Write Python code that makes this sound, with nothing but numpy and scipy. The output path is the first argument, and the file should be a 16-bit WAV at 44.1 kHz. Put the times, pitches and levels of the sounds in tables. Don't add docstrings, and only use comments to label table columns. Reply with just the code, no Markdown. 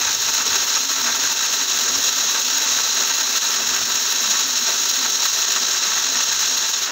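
import sys
import numpy as np
from scipy import signal
from scipy.fft import rfft, irfft, next_fast_len
from scipy.io import wavfile
from scipy.ndimage import uniform_filter1d, minimum_filter1d, map_coordinates

SR = 44100
rng = np.random.default_rng(int(sys.argv[2]) if len(sys.argv) > 2 else 0)


def boost(x):
    u = np.asarray(x, float) / 20
    return 10 ** u


def master_out(mix):
    frames = np.transpose(np.atleast_2d(mix))
    ceiling = np.clip(frames, -1, 1)
    pcm = np.round(ceiling * 32767).astype(np.int16)
    wavfile.write(sys.argv[1], SR, pcm)


N = 304731


def unit(x):
    return x / np.sqrt(np.mean(x ** 2) + 1e-20)


def along(points, hz):
    f, v = np.transpose(points)
    return np.interp(np.log(hz + 1), np.log(f + 1), v)


def curves(rows):
    time_s, *columns = np.transpose(rows)
    return [np.interp(np.arange(N) / SR, time_s, column) for column in columns]


def wobble(rate):
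    return map_coordinates(rng.standard_normal(N // 50), [np.arange(N) * rate / SR])


def flutter(rate):
    w = wobble(rate)
    return w - uniform_filter1d(w, size=SR // 10)


def bumps(events, half_s):
    t = np.arange(0, N, 20) / SR
    centre_s, size = np.transpose(events)[:, :, None]
    bells = size * np.exp(-((t - centre_s) / half_s) ** 2)
    return np.interp(np.arange(N) / SR, t, np.sum(bells, axis=0))


def strikes(spread_db):
    return rng.standard_normal(N) * boost(spread_db * np.minimum(rng.exponential(size=N), 6))


def rough_tone(turns, unsteady_hz, steady):
    waver = wobble(unsteady_hz) + 1j * wobble(unsteady_hz)
    return unit(np.real((steady + waver) * np.exp(2j * np.pi * turns)))


# mode_hz, width_hz, level_db (over that colour)
JAR_MODES = [(675, 41, 0), (895, 30, -8), (1132, 44, -3.5), (1314, 50, -1), (1480, 15, -9.5),
             (1510, 41, -24), (1569, 31, 0), (1634, 22, -14), (1840, 11, -3.5), (1960, 19, -10),
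             (2536, 116, 0), (2705, 51, 1), (2730, 80, -3.5), (3900, 86, 1), (4105, 22, 2.5),
             (4194, 78, -1.5), (4880, 36, -6), (5426, 72, -11), (5465, 43, -9), (5730, 27, -4.5),
             (5650, 95, -6), (5930, 43, -10), (6110, 50, -2.5), (6570, 46, -7.5), (6050, 33, -17),
             (6500, 24, -26), (6840, 67, -17)]


def through_jar(x, colour):
    m = 2 * next_fast_len(N // 2 + 8192)
    hz = np.fft.rfftfreq(m, 1 / SR)
    modes = 1 + sum(boost(level_db) / np.sqrt(1 + (2 * (hz - mode_hz) / width_hz) ** 4)
                    for mode_hz, width_hz, level_db in JAR_MODES)
    cepstrum = irfft(np.log(boost(along(colour, hz)) * modes + 1e-5), m)
    cepstrum[1:m // 2] *= 2
    cepstrum[m // 2 + 1:] = 0
    return unit(irfft(rfft(x, m) * np.exp(rfft(cepstrum)), m)[:N])


# freq_hz, relative_db
GRIT_COLOUR = [(1760, -37.5), (3000, -8), (3560, -5), (3960, -3.5), (4780, -7.5), (5040, -7.5),
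               (5500, -0.5), (5970, -3.5), (6600, 3), (8500, -24.5), (11000, -56), (18700, -120)]


def grit(clumps, bursts):
    flicker_db = 0.6 * clumps + 1.22 * bursts + 0.57 * wobble(45)
    return through_jar(boost(flicker_db) * strikes(spread_db=2.5), GRIT_COLOUR)


# freq_hz, relative_db
DUST_COLOUR = [(5000, -48), (8500, -12), (9300, -17), (10000, -12), (11500, -13.5), (12800, -2),
               (13700, -3.5), (15750, 3), (15900, -60)]


def dust(clumps, bursts):
    flicker_db = 0.77 * clumps + 1.6 * bursts + 1.1 * flutter(40)
    return through_jar(boost(flicker_db) * strikes(spread_db=2.5), DUST_COLOUR)


# freq_hz, relative_db
COARSE_COLOUR = [(470, -47), (800, -9.5), (904, -1), (1030, -4.5), (1310, -1.5), (1790, 0), (2160, -5.5),
                 (3000, -11.5), (3900, -22), (6600, -120)]


def coarse_pieces(clumps, bursts):
    flicker_db = 0.87 * clumps + 1.53 * bursts + 0.67 * wobble(35)
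    return through_jar(boost(flicker_db) * strikes(spread_db=2.5), COARSE_COLOUR)


# freq_hz, relative_db
HOUSING_COLOUR = [(88, -46), (150, -13), (257, 1), (322, -3), (381, 1.5), (800, -4), (1040, -18),
                  (1760, -120)]


def housing(clumps):
    flicker_db = 1.9 * clumps + 0.49 * wobble(28)
    return through_jar(boost(flicker_db) * strikes(spread_db=3.0), HOUSING_COLOUR)


# time_s, grit_db, coarse_db (coarse pieces over grit)
LOAD = [(0, -21, -7), (.2, -20.5, -12), (.45, -20, -8), (.85, -21, -11.5), (1.1, -21, -8), (1.35, -21, -10),
        (2, -20, -10.5), (2.9, -20.5, -10), (3.7, -20.5, -9), (3.95, -20.5, -11), (4.35, -20.5, -10),
        (4.9, -20.5, -11), (5.5, -20, -10.5), (5.9, -21, -10), (6.4, -20.5, -11), (6.68, -20, -10.5),
        (6.86, -23, -10.5), (6.91, -29, 1)]
# centre_s, depth_db (weighted for each layer)
LULLS = [(.21, 1), (.315, 2), (.443, 3.5), (.796, 1.5), (.876, 1.5), (1.181, 2), (1.343, 4), (1.668, 3.5),
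         (2.153, 2.5), (2.438, 3.5), (3.402, 4.5), (3.616, 2), (3.807, 2.5), (3.845, 3), (3.893, 2.5),
         (4.274, 0), (4.476, 2), (4.518, 1.5), (5.122, 2), (5.318, 2), (5.462, 2.5), (6.13, 1),
         (6.304, 1.5), (6.72, 4.5), (6.81, 2.5)]
# centre_s, swell_db (weighted for each layer)
CLUMPS = [(.08, 2.5), (.287, 6), (.555, 2.5), (.768, 6.5), (1.09, 5.5), (1.435, 2.5), (2.353, 4.5),
          (3.111, 4.5), (3.508, 0.5), (3.823, 4), (4.356, 5), (4.55, 4), (5.062, 3), (5.432, 1),
          (5.573, 3.5), (5.881, 4.5), (5.976, 5), (6.156, 8.5), (6.204, 6.5), (6.435, 5)]
# centre_s, swell_db (weighted)
SPRAYS = [(.341, 2), (.607, 0.5), (.754, 2), (.94, -0.5), (1.267, 0.5), (1.94, 0.5), (2.047, 2),
          (2.305, 1.5), (2.466, 1), (2.816, 1), (3.372, 2), (3.927, 2), (4.3, 2), (4.41, 1), (4.618, -1.5),
          (4.897, 4.5), (5.252, 1), (5.422, 1.5), (5.521, 2.5), (5.857, 2), (6.272, 1), (6.415, 1)]
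LULL_S, CLUMP_S, SPRAY_S = 0.0093, 0.012, 0.012
DUST_DB, HOUSING_DB = -15.5, -11.5
DUST_SETTLES_S, DUST_SETTLES_DB = 5.4, -1.5


def grinding():
    base_db, coarse_db = curves(LOAD)
    lull_db, clump_db, spray_db = bumps(LULLS, LULL_S), bumps(CLUMPS, CLUMP_S), bumps(SPRAYS, SPRAY_S)
    settling_db = DUST_SETTLES_DB * (np.arange(N) > DUST_SETTLES_S * SR)
    grit_db = 0.2 * clump_db + spray_db - 1.24 * lull_db + 0.22 * wobble(14)
    dust_db = DUST_DB + settling_db + flutter(22) - 1.4 * lull_db + 1.2 * spray_db
    coarse_db = coarse_db + clump_db - 1.6 * lull_db + 0.76 * wobble(18)
    housing_db = HOUSING_DB - 0.36 * clump_db + 0.3 * lull_db + 1.4 * wobble(14)
    clumps, bursts = flutter(40), wobble(160)
    fine = boost(grit_db) * grit(clumps, bursts) + boost(dust_db) * dust(clumps, bursts)
    heavy = coarse_pieces(clumps, bursts) + boost(housing_db) * housing(clumps)
    return boost(base_db) * (fine + boost(coarse_db) * heavy)


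# multiple (of the shaft rate), level_db, unsteady_hz (knots a second of their wander)
SHAFT_ORDERS = [(1, -78, 13), (3, -53, 12), (4, -61, 10)]
# time_s, level_db, flicker_db (scale of a wobble)
HUM = [(0, -56, -2.5), (1.05, -45, -0.5), (1.5, -54, 2), (1.9, -48.5, 3), (2.3, -51.5, 2),
       (2.8, -48.5, 1.5), (3.6, -49.5, -2.5), (3.9, -53.5, 0.5), (4.25, -44.5, -3), (4.5, -50, 1),
       (5.1, -48, 1.5), (5.4, -61, 8.5), (6.1, -59, 6), (6.46, -54, 4.5), (6.91, -62, 3)]
# centre_s, drop_hz
SAGS = [(.4, 15), (1.08, 35), (1.75, 30.6), (2.5, 18), (2.93, 28.05), (3.6, 47), (3.83, 28), (4.3, 40.6),
        (4.6, 20), (5.4, 11.5), (6.14, 19)]
SHAFT_HZ, HUM_HZ = 129.2, 267.4
HUM_WANDER_HZ, SAG_S = 7.09, 0.09


def motor():
    turns = np.cumsum(SHAFT_HZ * (1 + 0.0082 * wobble(3.1))) / SR
    orders = sum(boost(level_db) * rough_tone(multiple * turns, unsteady_hz, steady=0.76)
                 for multiple, level_db, unsteady_hz in SHAFT_ORDERS)
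    level_db, flicker_db = curves(HUM)
    pitch_hz = HUM_HZ - bumps(SAGS, SAG_S) + HUM_WANDER_HZ * wobble(7)
    hum = rough_tone(np.cumsum(pitch_hz) / SR, unsteady_hz=35, steady=1.1)
    return orders + boost(level_db + flicker_db * wobble(11)) * hum


# time_s, level_db
DRAUGHT = [(0, -54), (.55, -56.5), (.87, -64), (1.1, -53), (1.5, -62), (1.67, -56), (2.35, -58), (2.6, -76),
           (2.76, -55), (2.9, -71.5), (3.07, -82), (3.17, -62), (3.35, -70), (3.77, -57), (4.02, -65),
           (4.1, -57), (4.2, -74), (4.5, -60), (4.65, -69), (5.1, -70), (5.4, -61), (5.52, -65),
           (5.85, -62), (6.04, -63), (6.2, -58), (6.45, -60), (6.76, -68), (6.91, -55)]
# freq_hz, relative_db
RUMBLE_COLOUR = [(15, -43), (25, -34), (65, -0.5), (102, 0.5), (129, -0.5), (150, 0.5), (200, -21),
                 (330, -120)]


def draught():
    gusts = boost(3.4 * wobble(22)) * rng.standard_normal(N)
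    level_db = curves(DRAUGHT)[0] + 2.3 * wobble(10)
    return boost(level_db) * through_jar(gusts, RUMBLE_COLOUR)


# freq_hz, t60_s
CORNER_DECAY = [(200, 0.17), (2000, 0.36), (10000, 0.37)]


def corner(x):
    hz, t, z = signal.stft(rng.standard_normal(SR // 2), SR, nperseg=256)
    fade = boost(-60 * t / along(CORNER_DECAY, hz)[:, None])
    tail = signal.istft(z * fade, SR, nperseg=256)[1]
    delayed = np.pad(x, (200, 0))
    return signal.fftconvolve(delayed, tail / np.linalg.norm(tail))[:N]


# start_s, level_db (before the soft start and decay), ring_hz
THUMPS = [(0.556, -25, 390), (5.872, -37, 205), (6.158, -27.5, 250)]


def thumps():
    out, t = np.zeros(N + SR), np.arange(SR // 8) / SR
    for start_s, level_db, ring_hz in THUMPS:
        ring = np.sin(2 * np.pi * ring_hz * t) * (1 - np.exp(-t / 0.0039))
        out[round(start_s * SR):][:len(t)] += boost(level_db - 60 * t / 0.087) * ring
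    return out[:N]


def scene():
    grinder = grinding() + motor() + thumps()
    return (boost(0.37) * grinder + boost(-13) * corner(grinder) + draught())[None]


def band_limit(x):
    return signal.sosfilt(signal.butter(12, 17060, fs=SR, output="sos"), x)


LIMIT, LIMIT_HOLD = 0.47, 64
TOP_HZ = 15720


def record(dry):
    needed_gain = np.minimum(1, LIMIT / (np.abs(dry) + 1e-9))
    held_gain = minimum_filter1d(needed_gain, size=2 * LIMIT_HOLD + 1)
    smooth_gain = uniform_filter1d(uniform_filter1d(held_gain, size=LIMIT_HOLD), size=LIMIT_HOLD)
    m = next_fast_len(N)
    below_top = np.fft.rfftfreq(m, 1 / SR) < TOP_HZ
    finished = irfft(rfft(dry * smooth_gain, m) * below_top, m)[:, :N]
    return band_limit(finished)


dry = scene()
out = record(dry)
master_out(out)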